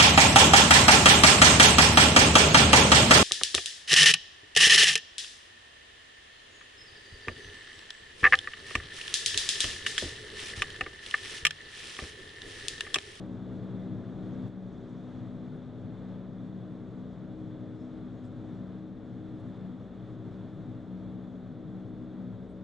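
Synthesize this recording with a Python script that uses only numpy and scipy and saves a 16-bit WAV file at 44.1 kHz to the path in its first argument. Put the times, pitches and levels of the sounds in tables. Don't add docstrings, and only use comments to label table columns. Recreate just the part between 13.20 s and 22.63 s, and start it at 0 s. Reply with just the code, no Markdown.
import sys
import numpy as np
from scipy import signal
from scipy.fft import rfft, irfft, next_fast_len
from scipy.io import wavfile
from scipy.ndimage import uniform_filter1d

SR = 44100
rng = np.random.default_rng(int(sys.argv[2]) if len(sys.argv) > 2 else 0)


def put_to_file(sound):
    columns = np.atleast_2d(sound).T
    safe = np.clip(columns, -1, 1)
    whole_steps = np.round(safe * 32767)
    wavfile.write(sys.argv[1], SR, whole_steps.astype(np.int16))


def volts(x):
    e = np.asarray(x, float) / 20
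    return 10 ** e


N = 415925

BLADE_HZ = 62.478
# (multiple of the blade rate, level [dB])
WEAK_TONES = [(1, -67.5), (7, -62), (8, -66.5), (9, -64.5), (10, -71), (11, -77.5), (12, -74), (14, -81)]
CALM_DB = [-46.5, -50, -52.5, -60.5]
FLICKER_DB, FLICKER_PER_S = [1.4, 1.2, 1.2, 1.5], 7.0
# (time [s], lift [dB], length [s])
EDDIES_3RD = [(0.84, 5, 0.75), (0.86, -10.5, 0.17), (1.42, 5.5, 0.17), (1.64, -11.7, 0.17),
              (1.88, -3.1, 0.35), (2.48, -10.5, 0.4), (3.1, -4.0, 0.14), (3.26, 3.5, 0.82),
              (3.66, -4, 0.13), (4.34, -7.5, 0.1), (4.74, -7, 0.68), (5.1, -10.5, 0.16), (5.4, 3.5, 0.16),
              (5.82, -14, 0.12), (6.18, -3.5, 0.28), (6.44, 5.3, 0.14), (6.92, -13.5, 0.18),
              (7.46, -2.5, 0.37), (7.64, -9.5, 0.1), (7.74, 5.5, 0.076), (7.98, 4, 0.4), (8.38, -5, 0.2),
              (8.58, 5, 0.1), (9.04, 6, 0.1)]
# (time [s], lift [dB], length [s])
EDDIES_4TH = [(0.72, 4, 0.1), (0.96, -0.5, 0.13), (1.2, 7.5, 0.1), (1.48, -6, 0.11), (2.16, 4, 0.81),
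              (3.44, -17, 0.11), (3.82, 3, 0.088), (4.08, -2.5, 0.1), (5.08, 4, 0.92), (5.6, -10.5, 0.076),
              (6.22, 4, 0.24), (6.66, -7.5, 0.1), (6.94, -5, 0.11), (7.14, -3.1, 0.55), (7.38, -6, 0.14),
              (7.5, 5.5, 0.1), (8.1, 4, 0.14), (8.54, -16.5, 0.12), (9.06, 5.5, 0.11), (9.34, -4.5, 0.4)]
# (time [s], lift [dB], length [s])
EDDIES_5TH = [(0.06, 3.5, 0.086), (0.58, -8.5, 0.08), (0.72, 6.5, 0.078), (0.94, -6, 0.08), (1.08, 6, 0.14),
              (1.46, -3.5, 0.28), (2.46, -7.8, 0.23), (2.96, -9.5, 0.28), (3.4, 2.5, 0.55),
              (3.94, -4, 0.29), (4.18, 5.5, 0.32), (4.4, 5.0, 0.64), (4.76, 5.5, 0.088), (5.24, 5.5, 0.22),
              (5.64, 5.5, 0.14), (6.12, 5.5, 0.28), (6.56, -5, 0.34), (7.02, 4, 0.13), (7.7, 3, 0.99),
              (8.24, -17, 0.17), (8.68, 4, 0.55), (9.14, -10.5, 0.18)]
# (time [s], lift [dB], length [s])
EDDIES_6TH = [(0.68, 5, 0.9), (1.64, 4.6, 0.19), (2.34, 4, 0.13), (3.88, -9, 0.11), (4.96, -4, 0.14),
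              (5.56, -7, 0.2), (6.86, -12, 0.12), (7.1, 5, 0.28), (7.78, -11.5, 0.55), (8.3, -3.5, 0.2),
              (8.62, 4, 0.14), (8.92, 4.5, 0.1)]

# (frequency [Hz], width [Hz], level [dB])
DUCT_MODES = [
    [(103.8, 4.9, -3.5), (114, 7.6, -.5)],
    [(154, 11, 0)],
]
LOW_BOOM_DB, LOW_FLICKER_DB = -51, 1.15
UPPER_BOOM_DB, UPPER_FLICKER_DB = -55, 2.5
# (time [s], lift [dB], length [s])
LOW_GUSTS = [(0.4, 1.5, 0.093), (0.9, 4.5, 0.75), (0.94, -6.5, 0.13), (1.18, -5.5, 0.13), (1.26, 6.5, 0.1),
             (1.36, -6, 0.089), (2.06, 6.5, 0.22), (2.24, -3.5, 0.14), (2.66, 4.5, 0.12), (4.02, -2, 0.38),
             (4.36, 2, 0.4), (4.68, -5.5, 0.1), (5.3, 2.5, 0.43), (5.76, -4.5, 0.1), (6.24, 3.5, 0.19),
             (6.52, -3, 0.1), (6.7, -5, 0.1), (7.04, 3.5, 0.4), (7.52, 4.5, 0.085), (7.68, -2, 0.11),
             (7.92, 5.5, 0.1), (8.12, -5, 0.25), (8.66, 4.5, 0.078), (8.96, -6, 0.11), (9.12, 4.5, 0.15),
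             (9.32, -9, 0.2)]
# (time [s], lift [dB], length [s])
UPPER_GUSTS = [(0.7, 8.5, 0.1), (1.14, 3.0, 0.25), (1.44, -8, 0.1), (1.76, 5, 0.1), (2.44, 6.5, 0.75),
               (2.58, -7.5, 0.077), (2.8, 6.5, 0.085), (2.9, -8, 0.1), (3.36, 2.5, 0.4), (4.02, 3, 0.81),
               (5.24, -9.5, 0.11), (6.08, -7, 0.14), (6.6, -5.5, 0.1), (7.04, 7.5, 0.1), (7.44, 7, 0.2),
               (7.64, -9.5, 0.11), (8.34, 2.5, 0.1), (9.1, -6, 0.75)]
# (frequency [Hz], width [Hz], level [dB])
CHAMBER_MODES = [(24, 6.0, -70.5), (37, 8.8, -69.5), (63, 8.7, -64), (240.8, 6.2, -56.5), (297, 33, -62.5),
                 (652.6, 10, -73)]
# (frequency [Hz], level per Hz [dB])
RUMBLE_COLOUR = [(15, -15.5), (30, -12), (48, -15.5), (80, -12), (95, -9), (168, -4), (195, -0.5),
                 (270, -4.5), (340, -11), (400, -7.5), (545, -15.5), (600, -15), (800, -25.5)]
RUMBLE_DB = -48.5

# (frequency [Hz], level per Hz [dB])
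RUSH_COLOUR = [(300, -30), (500, -4.5), (640, -5.5), (900, -11.5), (1250, -11.5), (1800, -18), (2600, -28),
               (3100, -26.5), (3480, -18.5), (3900, -26.5), (4300, -29.5), (4900, -46), (6000, -66.5)]
# (frequency [Hz], level per Hz [dB])
FIZZ_COLOUR = [(3500, -29), (4600, -1.5), (5500, -2.5), (6800, -3.5), (8000, -5.5), (9200, -11.5),
               (10200, -19), (11500, -24.5), (13000, -37.5), (16000, -47.5)]
RUSH_DB, FIZZ_DB, SURGE_DB = -59, -26.5, 0.6
# (time [s], level [dB])
AIRFLOW = [(0, .2), (.75, -0.7), (1.3, 0.5), (1.95, 1.5), (2.3, 0.1), (2.6, 1.1), (3.45, -0.2), (3.75, 0),
           (4.5, -0.2), (5.2, .8), (5.65, -2), (6.1, 1), (6.75, -0.6), (7.2, .5), (8.2, -1.2), (8.6, -.5),
           (9.43, -2.6)]
# (time [s], lift [dB])
RUSTLE = [(0, 0.5), (1.27, .6), (1.35, 0), (1.7, 1.5), (2.4, 0), (2.8, -.5), (4.3, 0.5), (4.8, 0),
          (5.4, .5), (6.6, 0), (7.0, 0), (9.43, 0)]

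# (time [s], level [dB], frequency [Hz], width [Hz], length [s])
FLAPS = [(1.13, -80, 6300, 900, .035), (1.447, -89, 6000, 1500, 0.022), (1.54, -81, 6100, 1500, .025),
         (1.61, -81, 6300, 1200, .03), (1.699, -83, 6000, 2000, .035), (1.768, -83, 5700, 900, .02),
         (2.342, -93, 6460, 2500, 0.025), (4.604, -80, 6900, 500, .015), (4.617, -82, 5300, 380, .09),
         (4.64, -87, 6400, 2500, .12), (4.98, -87, 6700, 600, .07), (5.05, -83, 5000, 500, .03),
         (4.683, -87, 6000, 1500, 0.044), (5.056, -79, 7800, 1700, 0.049), (5.378, -84, 5800, 2000, 0.02),
         (6.198, -83, 7430, 2500, .03), (6.29, -86, 7500, 2520, 0.032), (7.37, -92, 7500, 2500, 0.044),
         (9.308, -80, 8300, 1000, .04)]
# (time [s], level [dB])
SNAPS = [(0.063, -84), (0.223, -90), (0.333, -86), (0.448, -85), (0.608, -88), (0.698, -90), (0.893, -89.7),
         (1.008, -89), (1.088, -84), (1.2, -87), (1.692, -87), (1.903, -88), (2.128, -89), (2.368, -87),
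         (2.657, -92), (3.408, -89.9), (3.503, -89.5), (4.187, -89), (4.497, -91), (4.544, -88),
         (4.624, -89.9), (4.8, -90), (5.053, -88), (5.169, -90), (5.343, -87.5), (6.175, -93), (6.207, -87),
         (6.291, -93), (6.463, -90.5), (7.346, -90.0)]
SNAP_SOUND = 9300, 2100, .02
FAINT_COUNT, FAINT_DB, FAINT_SPREAD_DB = 120, -95.5, 4.5

# (frequency [Hz], left-right likeness, left lead [rad], left-right level [dB])
MIC_PORTS = [(30, .98, -1.35, 9), (60, .98, -.8, 5.3), (120, .998, -.6, 3.7), (250, .994, -.42, 3.0),
             (500, .955, -.3, 1.3), (1000, .905, -.1, .3), (2200, .86, .08, 1), (4400, .88, .03, .9),
             (6000, .85, 0, 1.5), (7300, .66, 0, 1.1), (8600, -.45, 0, .3), (9600, -.15, 0, .2),
             (14000, .02, 0, 1.0)]
JUMP_S, JUMP_DB = 1.2822, -55
BEFORE_DB, DIP_DB, RECOVER_S = 2.5, -2.5, 0.17
WHINE_HZ, WHINE_DB = 15625.03, -117.5
HISS_DB = -103


def fans(gain_db, boom_db):
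    strong = 0
    for k, eddies in enumerate([EDDIES_3RD, EDDIES_4TH, EDDIES_5TH, EDDIES_6TH]):
        flicker_db = FLICKER_DB[k] * wander(FLICKER_PER_S)[0]
        level_db = CALM_DB[k] + swells(eddies) + gain_db + flicker_db
        strong = strong + tone(k + 3, level_db, sway=0.3)
    weak = 0
    for multiple, db in WEAK_TONES:
        weak = weak + tone(multiple, db + gain_db + 1.8 * wander(6.8)[0], sway=.35)
    second = tone(2, boom_db - 2.5, sway=0.3)
    return strong + weak + second


def tone(multiple, level_db, sway):
    turns = multiple * BLADE_HZ * np.arange(N) / SR
    turns += .13 * multiple ** 2 + .02 * rng.random()
    scramble = [[sway], [2.5]]
    return np.sqrt(2) * volts(level_db) * np.cos(2 * np.pi * turns + scramble * wander(4.7))


def duct(gain_db, boom_db):
    low_noise, upper_noise = [ringing(modes) for modes in DUCT_MODES]
    low = volts(boom_db) * levelled(low_noise, 0.055)
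    upper_flicker_db = UPPER_FLICKER_DB * wander(11.0)[0]
    upper_db = UPPER_BOOM_DB + gain_db + swells(UPPER_GUSTS) + upper_flicker_db
    upper = volts(upper_db) * levelled(upper_noise, 0.15)
    chamber = sum(volts(db) * ringing([(f, width, 0)]) for f, width, db in CHAMBER_MODES)
    rumble_colour = RUMBLE_COLOUR + [(1200, -77.5)]
    rumble = volts(RUMBLE_DB) * coloured(lambda hz: volts(read(rumble_colour, hz)))
    return low + upper + volts(gain_db) * (chamber + rumble)


def stream(rush_db, fizz_db):
    rush = coloured(lambda hz: volts(read(RUSH_COLOUR, hz)))
    fizz = coloured(lambda hz: volts(read(FIZZ_COLOUR, hz)))
    gust = wander(13.0)
    rush_level = volts(rush_db + 0.27 + 0.12 * gust[0])
    fizz_level = volts(rush_db + fizz_db + 3.0 + .7 * gust[1])
    return rush_level * rush + fizz_level * fizz


def flaps():
    size, middle = 8192, 4096
    faint = []
    for u, v in rng.random((FAINT_COUNT, 2)):
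        faint.append((u ** 1.6 * (N - middle) / SR, FAINT_DB - FAINT_SPREAD_DB * v))
    snaps = [(s, db + .8, *SNAP_SOUND) for s, db in SNAPS + faint]

    out = np.zeros((2, N))
    t = (np.arange(size) - middle) / SR
    hz = np.fft.rfftfreq(size, 1 / SR)
    for s, db, centre_hz, width, length in FLAPS + snaps:
        noise = rfft(rng.standard_normal((2, size)))
        puff = evened(irfft(noise * mode(hz, centre_hz, width)))
        part = volts(db) * puff * np.exp(-(t / length * 2) ** 2)
        at = round(s * SR) - middle
        out[:, max(at, 0):at + size] += part[:, max(-at, 0):N - at]
    return out


def camera_gain():
    after = np.arange(N) / SR - JUMP_S
    dip_db = DIP_DB * np.exp(-abs(after) / RECOVER_S)
    return uniform_filter1d(np.where(after < 0, BEFORE_DB, dip_db), size=200)


def ports(direct, scattered):
    size = next_fast_len(N)
    hz = np.fft.rfftfreq(size, 1 / SR)
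    likeness = np.clip(read(MIC_PORTS, hz), -1, 1)
    balance = volts(read(MIC_PORTS, hz, col=3) / 2)
    tilt = balance * np.exp(.5j * read(MIC_PORTS, hz, col=2))
    shared = rfft(direct, size) * np.sqrt((1 + likeness) / 2)
    opposed = rfft(scattered, size) * np.sqrt((1 - likeness) / 2)
    left, right = (shared + opposed) * tilt, (shared - opposed) / tilt
    return irfft(np.array([left, right]), size)[:, :N]


def camera_noise():
    n = np.arange(N)
    bump = np.exp(-((n - JUMP_S * SR) / 1.1) ** 2)
    click = volts(JUMP_DB) * np.diff(bump, prepend=0) * [[.7], [1.3]]
    whine = volts(WHINE_DB) * np.sqrt(2) * np.sin(2 * np.pi * WHINE_HZ * n / SR) * [[2.0], [-.1]]
    hiss = volts(HISS_DB) * rng.standard_normal((2, N))
    return click + whine + hiss


def swells(rows):
    t = np.arange(0, N + 64, 64) / SR
    lift_db = sum(db * np.exp(-((t - s) / length * 2) ** 2) for s, db, length in rows)
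    return np.interp(np.arange(N) / SR, t, lift_db)


def wander(per_s):
    return coloured(lambda hz: mode(hz, 0, per_s * 2))


def ringing(modes):
    return coloured(lambda hz: sum(volts(db) * mode(hz, f, width) for f, width, db in modes))


def mode(hz, centre_hz, width):
    return 1 / (1 + ((hz - centre_hz) / width * 2) ** 2)


def coloured(gain):
    size = next_fast_len(N)
    hz = np.fft.rfftfreq(size, 1 / SR)
    noise = rfft(rng.standard_normal((2, size)))
    return evened(irfft(noise * gain(hz), size)[:, :N])


def evened(x):
    return x / np.sqrt(np.mean(abs(x) ** 2, -1, keepdims=True) + 1e-30)


def levelled(x, seconds):
    width = int(seconds * SR)
    power = uniform_filter1d(x ** 2, width, axis=-1)
    return x / np.sqrt(uniform_filter1d(power, width, axis=-1) + 1e-9)


def read(points, hz, col=1):
    points = np.array(points)
    return np.interp(np.log(hz + 1), np.log(points[:, 0] + 1), points[:, col])


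def curve(rows):
    times, levels = np.transpose(rows)
    return np.interp(np.arange(N) / SR, times, levels)


def scene():
    gain_db = camera_gain()
    boom_db = LOW_BOOM_DB + gain_db + swells(LOW_GUSTS) + LOW_FLICKER_DB * wander(6.0)[0]
    air_db = gain_db + curve(AIRFLOW) + SURGE_DB * wander(2.3)[0]
    air = stream(RUSH_DB + air_db, FIZZ_DB + curve(RUSTLE))
    direct, scattered = fans(gain_db, boom_db) + duct(gain_db, boom_db) + air + flaps()
    return ports(direct, scattered)


def roll_off(x):
    return signal.sosfilt(signal.butter(12, 15720, fs=SR, output="sos"), x)


def record(dry):
    mix = dry + camera_noise()
    return roll_off(mix)


dry = scene()
out = record(dry)
put_to_file(out)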